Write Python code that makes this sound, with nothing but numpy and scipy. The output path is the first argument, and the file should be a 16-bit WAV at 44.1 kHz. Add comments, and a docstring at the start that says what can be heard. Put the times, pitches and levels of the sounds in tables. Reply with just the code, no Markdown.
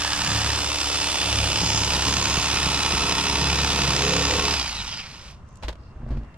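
"""A hard, buzzing clatter close by: an electric fillet knife saws along a fish on a plastic board on a boat deck.
A small motor cranks two serrated blades; noise pulsed at each reversal rings blades, flesh and board.
The trigger is let go and the motor coasts down in an even ramp of speed.
The fillet then flops over in wet crackles, and the fish is shifted with knocks and a rumble of board modes.
Low outdoor rumble lies underneath."""
import sys
import numpy as np
from scipy import signal
from scipy.fft import rfft, irfft, next_fast_len
from scipy.io import wavfile
from scipy.ndimage import uniform_filter1d

SR = 44100
rng = np.random.default_rng(int(sys.argv[2]) if len(sys.argv) > 2 else 0)


def transcribe(u):
    """Save the signal u as a 16-bit wav file named by the first command-line argument.

    u: samples, shape (n,) or (channels, n), limited to [-1, 1]; the rate is SR.
    q: integer samples, one column per channel.
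    """
    v = np.clip(np.atleast_2d(u).T, -1, 1)
    q = np.round(v * 32767).astype(np.int16)
    wavfile.write(sys.argv[1], SR, q)


N = 280917
TIME = np.arange(N) / SR
FFT_SIZE = next_fast_len(N + SR // 4)
BIN_HZ = np.maximum(np.fft.rfftfreq(FFT_SIZE, 1 / SR), 1)

RELEASE_S, REST_S = 4.55, 5.41  # trigger let go, crank at rest
GEAR_RATIO = 25 / 3  # shaft turns per crank turn

# Crank under power. Each row: time in seconds, blade strokes per second.
POWERED_SPEED = [(0.0, 35.27), (0.52, 34.99), (0.7, 35.59), (0.88, 35.07), (1.4, 34.91), (1.92, 34.25),
                 (2.28, 34.73), (2.97, 34.33), (3.15, 34.49), (3.85, 34.6), (4.2, 34.63), (4.55, 35.1)]
# Ribs breaking. Each row: time in seconds, surge of the work in dB, relative knock in dB.
RIBS = [(1.647, -0.5, -24), (1.759, 0, -23), (1.829, -1.5, -26), (1.948, 5, -38), (2.08, 4.5, -30),
        (2.282, 1.5, -33), (2.389, 1, -22.5), (2.55, 2.5, -24), (2.679, -0.5, -20), (2.95, 0, -19),
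        (3.03, -1, -22), (3.351, -1.5, -25), (4.342, 2, -24), (4.398, -3.5, -20)]
# Resonances of blades and housing. Each row: centre in Hz, width in Hz, relative level in dB in the first cut,
# the same along the backbone.
KNIFE_MODES = [(897, 87, 5, 7), (1100, 690, -7.5, -9), (1366, 240, -9, -18), (1820, 107, -1.5, 0.5),
               (2450, 260, -11.5, -6.5), (2930, 116, -1.5, -6), (3874, 220, -11, 0.5), (4920, 176, -4.5, 3)]
# Knife colour along the backbone. Each row: frequency in Hz, relative density in dB per Hz.
BACKBONE_COLOUR = [(450, -23.5), (700, -7), (1000, -6), (1400, -3), (1620, -9), (2150, -7), (2700, -1.5),
                   (3600, -4.5), (4500, -7), (6100, -5.5), (8700, -16), (11500, -26.5), (13800, -32),
                   (15500, -42.5)]
# The board on its stand. Each row: frequency in Hz, relative level in dB, t60 in seconds.
BOARD_MODES = [(47, -24, 0.21), (54, 4, 0.3), (72, -9, 0.35), (125, 0, 0.15), (224.6, -5, 0.17),
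               (326, -24, 0.099), (504, -22, 0.058), (590, -18, 0.11)]


def from_db(db):
    """Decibels to gain."""
    return np.exp(np.asarray(db) * (np.log(10) / 20))


def rms_one(x):
    """Scale to rms 1."""
    return x / np.sqrt(np.mean(x ** 2) + 1e-20)


def steady(x):
    """Hold the rms near 1 over a few strokes, keeping the pulses."""
    local_power = np.abs(uniform_filter1d(x ** 2, size=4000))
    return x / np.sqrt(local_power + 1e-4 * np.mean(x ** 2))


def in_time(rows):
    """One curve over time for each column after the seconds."""
    s, *columns = np.transpose(rows)
    return [np.interp(TIME, s, c) for c in columns]


def gain_curve(points):
    """Gain at every FFT bin from (Hz, dB) points, linear in log frequency."""
    hz, db = np.transpose(points)
    return from_db(np.interp(np.log(BIN_HZ), np.log(hz), db))


def coloured(x, spectrum):
    """Causal minimum-phase filter, its phase found by folding the cepstrum."""
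    cepstrum = irfft(np.log(gain_curve(spectrum)), FFT_SIZE)
    cepstrum[1:] *= 2 * (np.arange(1, FFT_SIZE) < FFT_SIZE / 2)
    return irfft(rfft(x, FFT_SIZE) * np.exp(rfft(cepstrum)), FFT_SIZE)[:N]


def band(x, low_hz, high_hz, order=3):
    """Butterworth band-pass."""
    edges_hz = [low_hz, min(high_hz, .49 * SR)]
    return signal.sosfilt(signal.butter(order, edges_hz, "band", fs=SR, output="sos"), x)


def resonance(x, hz, width_hz):
    """Two-pole resonance with gain 1 on top."""
    r = np.exp(-np.pi * width_hz / SR)
    zeros = np.array([1, 0, -1]) * (1 - r * r) / 2
    return signal.lfilter(zeros, [1, -2 * r * np.cos(2 * np.pi * hz / SR), r * r], x)


def gliding_resonance(x, hz, width_hz, order=2):
    """Resonance on a moving centre: shift down to 0 Hz, low-pass, shift back; gain 1 on top."""
    turn = np.exp(2j * np.pi * np.cumsum(hz) / SR)
    low_pass = signal.butter(order, width_hz / 2, fs=SR, output="sos")
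    return 2 * np.real(turn * signal.sosfilt(low_pass, x * np.conj(turn)))


def drift(per_s):
    """Random curve with rms 1, straight between per_s new values a second."""
    return rms_one(np.interp(TIME * per_s, np.arange(N // 20), rng.standard_normal(N // 20)))


def grains(per_s, spread_db):
    """Random tiny contacts of uneven size and either sign; rms 1."""
    sizes = from_db(spread_db * np.minimum(rng.exponential(1, N), 3.5)) * rng.choice([-1, 1], N)
    return rms_one(sizes * (rng.random(N) < per_s / SR))


def bursts(rows):
    """Envelope of hits (s, dB, t60 s) that swell for 3.1 ms and die away exponentially."""
    out = np.zeros(N)
    for s, db, t60 in rows:
        near = slice(int((s - t60) * SR), int((s + 2 * t60) * SR))
        age = TIME[near] - s
        attack = np.clip(age / 0.0031 + 1, 0, 1)
        out[near] += from_db(db - 60 * np.maximum(age, 0) / t60) * attack
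    return out + 1e-9


def swell(along):
    """Rise and fall of height 1 as along goes from 0 to 1; power 1 is a half sine, less is flatter."""
    return np.abs(np.sin(np.pi * along)) ** 0.21


def glides(x, rows, width_hz):
    """Each row (start s, end s, first Hz, last Hz, dB) is a resonance of x that swells, glides and fades."""
    out = np.zeros(N)
    for start, end, first, last, db in rows:
        during = (TIME > start) & (TIME < end)
        along = (TIME[during] - start) / (end - start)
        centre_hz = first + (last - first) * along
        tone = gliding_resonance(x[during], centre_hz, min(width_hz, first / 4))
        out[during] += from_db(db) * swell(along) * steady(tone)
    return out


def stroke_hum(orders, turns, waver_db, slip_turns=0.0056):
    """Harmonics (multiple, dB) of the stroke rate, wavering in level and phase."""
    angle = 2 * np.pi * (turns + slip_turns * drift(30))
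    return np.sqrt(2) * sum(from_db(db + waver_db * drift(11)) * np.cos(k * angle + 2 * np.pi * rng.random())
                            for k, db in orders)


def open_air():
    """Noise shaped to a low outdoor rumble, with a faint narrow resonance ringing in it."""
    # Each row: frequency in Hz, relative density in dB per Hz.
    air_colour = [(13, -3.5), (22, -13.5), (70, 2), (102, -6.5), (168, -9.5), (202, -14), (333, -23),
                  (626, -24), (859, -27), (1030, -21.5), (2220, -40), (5890, -53), (6720, -57), (7870, -60),
                  (12000, -83), (15600, -101), (22000, -120)]
    # Each row: time in seconds, level of the ringing in dB.
    ring_level = [(5.45, -75), (5.9, -75), (6.2, -74), (6.3, -70)]
    rumble = from_db(-43.5) * rms_one(coloured(rng.standard_normal(N), air_colour))
    ringing = rms_one(resonance(rng.standard_normal(N), hz=2740, width_hz=60))
    return rumble + from_db(in_time(ring_level)[0]) * ringing


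def dragging():
    """Fish and hand drag: stick-slip grains rumble in the board's modes, building up and dying away."""
    peak_s, peak_db, rise_db_per_s, fall_db_per_s = 6.13, -36, 66, 94
    slips = grains(per_s=1000, spread_db=2.0)
    rumble = sum(from_db(db) * rms_one(resonance(slips, hz, 4 / t60)) for hz, db, t60 in BOARD_MODES)
    drag_db = peak_db - np.maximum(rise_db_per_s * (peak_s - TIME), fall_db_per_s * (TIME - peak_s))
    return from_db(drag_db) * rms_one(band(rumble, 33, 1800, order=2))


def board():
    """Fish and hand knock: decaying sines of the board's modes, the higher ones weaker under a soft blow."""
    # Each row: time in seconds, blow in dB, hardness in Hz.
    thumps = [(5.646, -26, 45), (5.682, -35, 45), (5.958, -39, 200), (6.003, -38, 300), (6.033, -31.5, 250),
              (6.065, -31, 300), (6.107, -25.5, 300), (6.122, -26.5, 199), (6.151, -27, 300),
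              (6.173, -26.5, 400), (6.232, -39, 350)]
    out = np.zeros(N)
    for s, blow_db, hard_hz in thumps:
        start = int(s * SR)
        age = TIME[:N - start]
        for hz, db, t60 in BOARD_MODES:
            softness = np.hypot(1, (hz / hard_hz) ** 2 / 2)
            out[start:] += from_db(blow_db + db - 60 * age / t60) * np.sin(2 * np.pi * hz * age) / softness
    return out


def wet_fish():
    """Slaps are dying crackles of wet skin that ring the board; skin also slides, squelches and ticks."""
    # Each row: time in seconds, relative level in dB, t60 in seconds.
    slap_hits = [(5.4896, -63, 0.05), (5.627, -32.5, 0.046), (5.634, -30, 0.15), (5.6845, -21, 0.024),
                 (5.690, -28.5, 0.068), (5.70, -44, 0.13), (5.7291, -37, 0.03), (5.7565, -44, 0.022),
                 (6.107, -44, 0.28), (6.172, -47, 0.12), (6.235, -49, .025), (6.248, -51, 0.028),
                 (6.3442, -47, .03)]
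    # Each row: frequency in Hz, relative density in dB per Hz.
    slap_colour = [(120, -2), (280, 7), (540, 0), (1000, -1), (1400, -2), (3000, -2), (4500, -6.5),
                   (8000, -25), (15000, -46)]
    # Ring of the board. Each row: centre in Hz, width in Hz, level against the crackle in dB.
    slap_modes = [(582, 100, 10), (870, 130, 6.5)]
    # Each row: start in seconds, end in seconds, level in dB, squelch centre in Hz.
    skin_slides = [(5.463, 5.644, -74, 6000), (5.785, 5.92, -71, 4630), (6.075, 6.2, -71, 4500),
                   (6.218, 6.45, -64, 1870)]
    # Skin peeling apart. Each row: time in seconds, level in dB.
    peel_ticks = [(5.49, -63), (5.529, -70), (5.558, -57), (5.573, -57), (6.091, -66)]

    crackle = bursts(slap_hits) * rms_one(coloured(grains(per_s=9800, spread_db=4.0), slap_colour))
    slaps = crackle + sum(from_db(db) * resonance(crackle, hz, width) for hz, width, db in slap_modes)
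    film = band(grains(per_s=4700, spread_db=9.0), 900, 9000, order=3)
    slides = glides(film, [(start, end, hz, hz, db) for start, end, db, hz in skin_slides], width_hz=2000)
    tick_noise = rms_one(band(rng.standard_normal(N), 3100, 8600, order=4))
    ticks = bursts([(s, db, .012) for s, db in peel_ticks]) * tick_noise
    return from_db(-9.0) * slaps + slides + ticks


def sunk():
    """How deep the blades are in the fish, 0 to 1, sinking evenly."""
    # Start and end of the sinking in seconds.
    sinking_s = [1.66, 2.82]
    return np.interp(TIME, sinking_s, [0, 1])


def crank_speed():
    """Strokes per second: nearly steady under power, then falling evenly to rest."""
    left = np.clip((REST_S - TIME) / (REST_S - RELEASE_S), 0, 1)
    return in_time(POWERED_SPEED)[0] * left


def halvings(speed):
    """How many times the speed has halved from its powered value, at most 4."""
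    return -np.log2(np.maximum(speed / in_time(POWERED_SPEED)[0], 1 / 16))


def motor(speed, turns):
    """Shaft hum and whine on its high multiples fade as it slows; rough gear whirr is loudest once slack."""
    # Each row: time in seconds, base level of the whine in dB.
    whine_level = [(0, -34), (.6, -33.5), (1.3, -29.5), (2.0, -39.5), (3.6, -38.5)]
    # Each row: multiple of the shaft rate, relative level in dB in the first cut, the same along the backbone.
    whine_orders = [(9, -10, 0), (12, -6.5, -1.5), (21, -17, -15), (31, -24, -18), (36, -25, -27)]
    # Each row: time in seconds, base level of the whirr in dB.
    gear_level = [(4.57, -52), (4.65, -39.5), (4.77, -39.5), (4.88, -45), (5.07, -51), (5.2, -60),
                  (5.32, -76)]
    # Each row: multiple of the shaft rate, width in Hz, relative level in dB.
    gear_bands = [(18.8, 450, 0), (12.6, 500, -10), (25.5, 600, -10), (36, 700, -14)]
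    hum_db, hum_loaded_db, gear_surge_db = -44, -1, 1.5
    hum_loss_db, whine_loss_db = 35, 29  # per halving of speed

    shaft = 2 * np.pi * GEAR_RATIO * turns + 0.067 * drift(90)
    loaded, slowed = np.interp(TIME, [1.6, 2.4], [0, 1]), halvings(speed)
    hum = from_db(hum_db + hum_loaded_db * loaded - hum_loss_db * slowed) * np.sin(shaft)

    whine_db = in_time(whine_level)[0] - whine_loss_db * slowed
    whine = sum(from_db(free_db + (load_db - free_db) * loaded + 1.85 * drift(80)) * np.sin(k * shaft)
                for k, free_db, load_db in whine_orders)

    lurch = 1 + .012 * drift(35)  # the crank drags unevenly
    whirr = np.zeros(N)
    for multiple, width_hz, db in gear_bands:
        centre_hz = multiple * GEAR_RATIO * speed * lurch
        rough = gliding_resonance(grains(per_s=2500, spread_db=1.5), centre_hz, width_hz)
        whirr += from_db(db + 1.9 * drift(25)) * steady(rough)
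    reversal_db = gear_surge_db * np.cos(2 * np.pi * 2 * (turns - .25))
    whirr_db = in_time(gear_level)[0] + reversal_db + 4.4 * drift(70)
    return np.sqrt(2) * (hum + from_db(whine_db) * whine) + from_db(whirr_db) * whirr


def rib_surge_db():
    """Brief triangular change in the work as each rib gives way, in dB."""
    half_width_s = 0.042
    return sum(db * np.clip(1 - np.abs(TIME - s) / half_width_s, 0, 1) for s, db, _ in RIBS)


def rib_knocks():
    """Each rib that gives way jolts the fish against the board: an impulse in quickly damped modes."""
    # The fish bouncing. Each row: centre in Hz, width in Hz, relative level in dB.
    fish_modes = [(48, 12, -8), (102, 19, -6.5), (152, 27, -3.5), (255, 51, -10)]
    lead_s = .012  # ahead of the height of the surge
    jolts = np.zeros(N)
    for s, _, db in RIBS:
        jolts[int((s - lead_s) * SR)] = from_db(db)
    return sum(from_db(db) * resonance(jolts + 1e-18, hz, width) * SR / (2 * np.pi * width)
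               for hz, width, db in fish_modes)


def tooth_contacts(turns, slop_s, count=40):
    """The same serrations meet on every crank turn, each a little early or late; rms 1."""
    angles = (np.arange(count) + rng.random(count)) / count
    cycle = np.arange(int(turns[-1]))[:, None]
    s = np.interp(cycle + angles, turns, TIME) + slop_s * rng.standard_normal((len(cycle), count))
    size_db = 0.94 * rng.standard_normal(s.shape) + 1.13 * rng.standard_normal(count)
    sizes = rng.choice([-1, 1], count) * from_db(size_db)
    samples = np.clip(s * SR, 0, N - 1).astype(int)
    return rms_one(np.bincount(samples.ravel(), sizes.ravel(), N))


def flesh(force, turns):
    """The blades shake the handle twice a turn, drum on the board through the fish and buzz along the backbone."""
    # Hand bearing down. Each row: time in seconds, handle shake in dB.
    pressure = [(0, -38), (.15, -43), (.5, -28.5), (.76, -42), (.86, -33.5), (1.17, -43.5), (1.42, -24.5),
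                (1.55, -35), (1.7, -31.5), (2.55, -33.5), (3.15, -38.5), (3.4, -30.5), (4.55, -33.5),
                (4.72, -45), (4.87, -38), (4.97, -64)]
    # Each row: time in seconds, board drumming in dB, flesh knocking in dB.
    cutting = [(0, -44.5, -42), (.3, -27, -38.5), (.76, -45.5, -38), (1.45, -32, -34.5), (2.45, -32, -36),
               (2.95, -32, -34.5), (3.85, -26, -32), (4.15, -33, -32), (4.5, -32, -32), (4.68, -42, -48.5),
               (5.3, -70, -57)]
    # Lurch of the unequal reversals. Each row: multiple of the stroke rate, relative level in dB.
    lurch_order = [(3, 0)]
    # Shaken board. Each row: multiple of the stroke rate, relative level in dB.
    board_orders = [(4, -3), (5, -8), (6, -9)]
    # Flesh under the blades. Each row: multiple of the stroke rate, relative level in dB.
    flesh_orders = [(8, -6.5), (9, -14), (10, -9), (11, -17), (12, -8.5), (13, -18), (14, -10), (18, -17),
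                    (20, -17)]
    # Blades along the backbone. Each row: multiple of the stroke rate, relative level in dB.
    buzz_orders = [(26, -3), (31, 0), (33, -2), (52, -4)]
    # Flesh moaning round the blades. Each row: start in seconds, end in seconds, first Hz, last Hz, level in dB.
    pockets = [(1.57, 2.73, 856, 1170, -40.5), (2.45, 3.35, 1270, 1350, -39),
               (4.017, 4.235, 455, 483, -30.5), (4.268, 4.42, 500, 480, -32),
               (4.05, 4.296, 172, 135, -30.5)]
    buzz_db, slack_s = -46.5, 0.089

    shake_db, = in_time(pressure)
    drum_db, knock_db = in_time(cutting)
    surge = from_db(rib_surge_db() + 1 * drift(12))  # uneven flesh makes the work waver
    buried = sunk()
    shake_turns = turns - 0.013 * (1 - buried)
    shake = from_db(shake_db + 1.2 * drift(15)) * np.sqrt(2) * np.cos(2 * np.pi * 2 * shake_turns)
    lurch_db = (shake_db + drum_db) / 2 - 5.5 - 4.7 * buried
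    lurch = from_db(lurch_db) * stroke_hum(lurch_order, turns, waver_db=4.0)

    pulsed = np.abs(force) * rng.standard_normal(N)  # fresh noise that swells with the strokes
    hum = from_db(-9.5 + 1.5 * buried) * stroke_hum(board_orders, turns, waver_db=4)
    thud = from_db(-7.5) * steady(band(pulsed, 108, 200.5, order=3))
    thud += from_db(-11.5 - 3.7 * buried) * steady(band(pulsed, 24, 78))
    knocks = from_db(-4.0 - 2.1 * buried) * steady(band(pulsed, 287, 677))
    knocks += from_db(-10.0 + 6.6 * buried) * stroke_hum(flesh_orders, turns, waver_db=3.0)
    work = from_db(drum_db) * (hum + thud) + from_db(knock_db) * knocks

    driven = np.interp(TIME, [RELEASE_S, RELEASE_S + slack_s], [1, 0])
    buzz_hum = stroke_hum(buzz_orders, turns, waver_db=4, slip_turns=0.0041)
    buzz = from_db(buzz_db) * buried * driven * buzz_hum
    moans = glides(tooth_contacts(turns, slop_s=0.00016), pockets, width_hz=95)
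    return shake + lurch + surge * work + buzz + moans


def halt():
    """A small click of band-passed noise as the blades near rest."""
    return bursts([(5.313, -52, .015)]) * rms_one(band(rng.standard_normal(N), 4800, 9000, order=2))


def catches():
    """Teeth snag on bone and scale: short bursts of grains ring the knife's modes."""
    # Each row: time in seconds, relative level in dB.
    catch_hits = [(2.095, -38), (2.827, -25.5), (2.94, -32), (4.485, -31.5), (4.817, -37), (4.879, -34),
                  (4.93, -41), (4.972, -36), (5.0, -40)]
    snags = bursts([(s, db, .05) for s, db in catch_hits]) * grains(per_s=8900, spread_db=1.5)
    rung = snags + sum(from_db(db) * resonance(snags, hz, width) for hz, width, _, db in KNIFE_MODES)
    return from_db(10.5) * band(coloured(rung, BACKBONE_COLOUR), 350, 9600, order=2)


def blade_force(speed, turns):
    """Teeth and grit rub all the way, hardest at the reversals; the pulsing flattens as the crank slows."""
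    # Two reversals a turn. Each row: share of a turn, force at full speed in dB in the first cut,
    # the same along the backbone.
    stroke = [(.03, -3, -3), (.15, 0, 0), (.27, 4.5, 3), (.38, 1, 0), (.48, -2, -2.5), (.57, -2.5, -3),
              (.66, 4.5, 4), (.73, 5.5, 7.5), (.82, 1, 2), (.9, -1, -1)]
    # Loose grit against the regular teeth, in dB: at the surface, when buried.
    grit_db = (0.5, -0.5)
    angle, free_db, buried_db = np.transpose(stroke)
    free, buried = (np.interp(turns, angle, db, period=1) for db in (free_db, buried_db))
    slap_db = (free + (buried - free) * sunk()) * speed / speed.max()
    grit = from_db(np.interp(sunk(), [0, 1], grit_db)) * grains(per_s=12000, spread_db=2.5)
    rubbing = tooth_contacts(turns, slop_s=.0001) + grit
    chatter_db = 1.9 * drift(600)
    bite_db = 0.39 * drift(70)  # no two reversals bite equally hard
    return rubbing * from_db(slap_db + chatter_db + bite_db)


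def blades(force, speed):
    """The force rings blades and housing; the colour shifts as the knife turns along the backbone."""
    # Each row: time in seconds, base level of the clatter in dB.
    clatter_level = [(0, -31), (.42, -29.5), (.68, -31), (1.0, -30), (2.3, -29), (3.3, -29), (3.9, -28.5),
                     (4.53, -29), (4.68, -36), (5.005, -43), (5.035, -46), (5.31, -51), (5.41, -69)]
    # Each row: frequency in Hz, relative density in dB per Hz.
    first_cut_colour = [(450, -4.5), (720, -1.5), (1000, -0.5), (1300, 0), (2050, -7.5), (2800, -3),
                        (3750, -6), (5400, -6), (7200, -11), (8600, -14.5), (11500, -28), (13800, -31.5),
                        (15500, -40)]
    # Passing rings of blades and housing, in the cut and while coasting. Each row: start in seconds,
    # end in seconds, first Hz, last Hz, level in dB.
    passing_rings = [(-.4, 0.654, 1210, 1340, -37.5), (-.4, 0.585, 1630, 1610, -34.5),
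                     (0.238, 0.355, 6950, 7040, -40.5), (.92, 2.0, 2750, 2600, -41),
                     (0, .75, 7700, 8100, -50), (0.753, 1.56, 8000, 9700, -47),
                     (1.102, 1.65, 2920, 2840, -41.5), (.75, 1.1, 5050, 5100, -38.5),
                     (1.5, 1.87, 5170, 5400, -34.5), (1.607, 1.873, 6440, 6660, -37.5),
                     (2.037, 2.502, 6600, 6540, -40), (2.3, 3.5, 8700, 8900, -47),
                     (3.903, 4.4, 6600, 6730, -41.5), (4.427, 4.646, 4900, 4900, -34.5),
                     (4.78, 4.825, 3100, 3000, -41), (4.858, 4.96, 3200, 3020, -40.5),
                     (4.863, 5.027, 5100, 4820, -42.5), (4.987, 5.018, 2750, 2850, -39),
                     (5.027, 5.156, 4870, 4200, -57)]
    rib_clatter_share = 0.43  # of each rib's surge in dB

    buried, slowed = sunk(), halvings(speed)
    flex = 1 + .012 * drift(7)  # the bending blades detune the modes
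    grip_db = 2.0 * drift(5.2) - 4.5 * slowed  # flesh damps the modes unevenly; a slow crank barely rings them
    ringing = np.zeros(N)
    for hz, width_hz, free_db, buried_db in KNIFE_MODES:
        mode_gain = from_db(free_db) * (1 - buried) + from_db(buried_db) * buried
        ringing += mode_gain * gliding_resonance(force, hz * flex, width_hz, order=1)
    brushes = from_db(1.5) * band(rng.standard_normal(N), 9200, 19600, order=2)  # smooth hiss of the motor brushes
    rung = rms_one(force + from_db(grip_db) * ringing) + brushes
    first_cut = rms_one(coloured(rung, first_cut_colour))
    backbone = rms_one(coloured(rung, BACKBONE_COLOUR))
    sound = (1 - buried) * first_cut + buried * backbone

    clatter_db = in_time(clatter_level)[0] + rib_clatter_share * rib_surge_db()
    # body, ring, sizzle: low Hz, high Hz, dB at the surface, dB when buried, dB lost at the first halving of speed
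    parts = [(534, 2125, -3.5, -1.8, 1.4), (2046, 5747, 0.16, 0.2, 0), (5690, 15400, -8, -9, 3.3)]
    clatter = np.zeros(N)
    for low_hz, high_hz, free_db, buried_db, loss_db in parts:
        part_db = free_db + (buried_db - free_db) * buried - loss_db * np.minimum(slowed, 1)
        clatter += from_db(clatter_db + part_db) * steady(band(sound, low_hz, high_hz, order=5))
    pulsed = np.abs(force) * rng.standard_normal(N)
    return clatter + glides(pulsed, passing_rings, width_hz=720)


def microphones(direct, scattered, lean, lag_s):
    """Direct sound reaches the left port late; scattered sound enters the two ports with opposite sign."""
    # Each row: frequency in Hz, left-right difference in dB at lean 1.
    lean_curve = [(80, 0), (250, -1.5), (1000, -2), (2400, -1.8), (4400, -2), (8000, -3.5), (14000, -11)]
    # Sound from all round. Each row: frequency in Hz, share in dB.
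    scatter_curve = [(100, -27), (500, -20), (1000, -16), (2000, -12.5), (4000, -13), (8000, -4.5),
                     (13000, -2)]
    opposite = np.array([[1], [-1]])
    sides = gain_curve(lean_curve) ** (lean * opposite / 2)
    arrival = sides * np.exp(-1j * np.pi * BIN_HZ * lag_s * opposite)
    scatter = gain_curve(scatter_curve) * arrival * opposite
    centre = np.hypot(np.abs(arrival.mean(axis=0)), np.abs(scatter.mean(axis=0)))
    ports = rfft(direct, FFT_SIZE) * arrival + rfft(scattered, FFT_SIZE) * scatter
    return irfft(ports / centre, FFT_SIZE)[:, :N]


def scene():
    """Knife, fish and board in the open air."""
    table = wet_fish() + board() + dragging() + open_air()
    around = from_db(10.0) * (wet_fish() + open_air())

    speed = crank_speed()
    turns = np.cumsum(speed) / SR
    force, second_force = blade_force(speed, turns), blade_force(speed, turns)
    running = np.interp(TIME, [5.3, 5.45], [1, 0])
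    knife = running * (blades(force, speed) + flesh(force, turns) + motor(speed, turns))
    knife += catches() + rib_knocks() + halt()
    # a second, independent run of rubbing and flesh noise, spread to both sides
    spread = running * (blades(second_force, speed) + flesh(second_force, turns))
    knife_pair = microphones(knife, spread, lean=0.97, lag_s=.000058)
    return knife_pair + microphones(table, around, lean=0.18, lag_s=.00004)


def record(dry):
    """Steep elliptic low-pass at 15.7 kHz, run both ways for zero phase."""
    return signal.sosfiltfilt(signal.ellip(10, .05, 70, 15700, fs=SR, output="sos"), dry)


dry = scene()
out = record(dry)
transcribe(out)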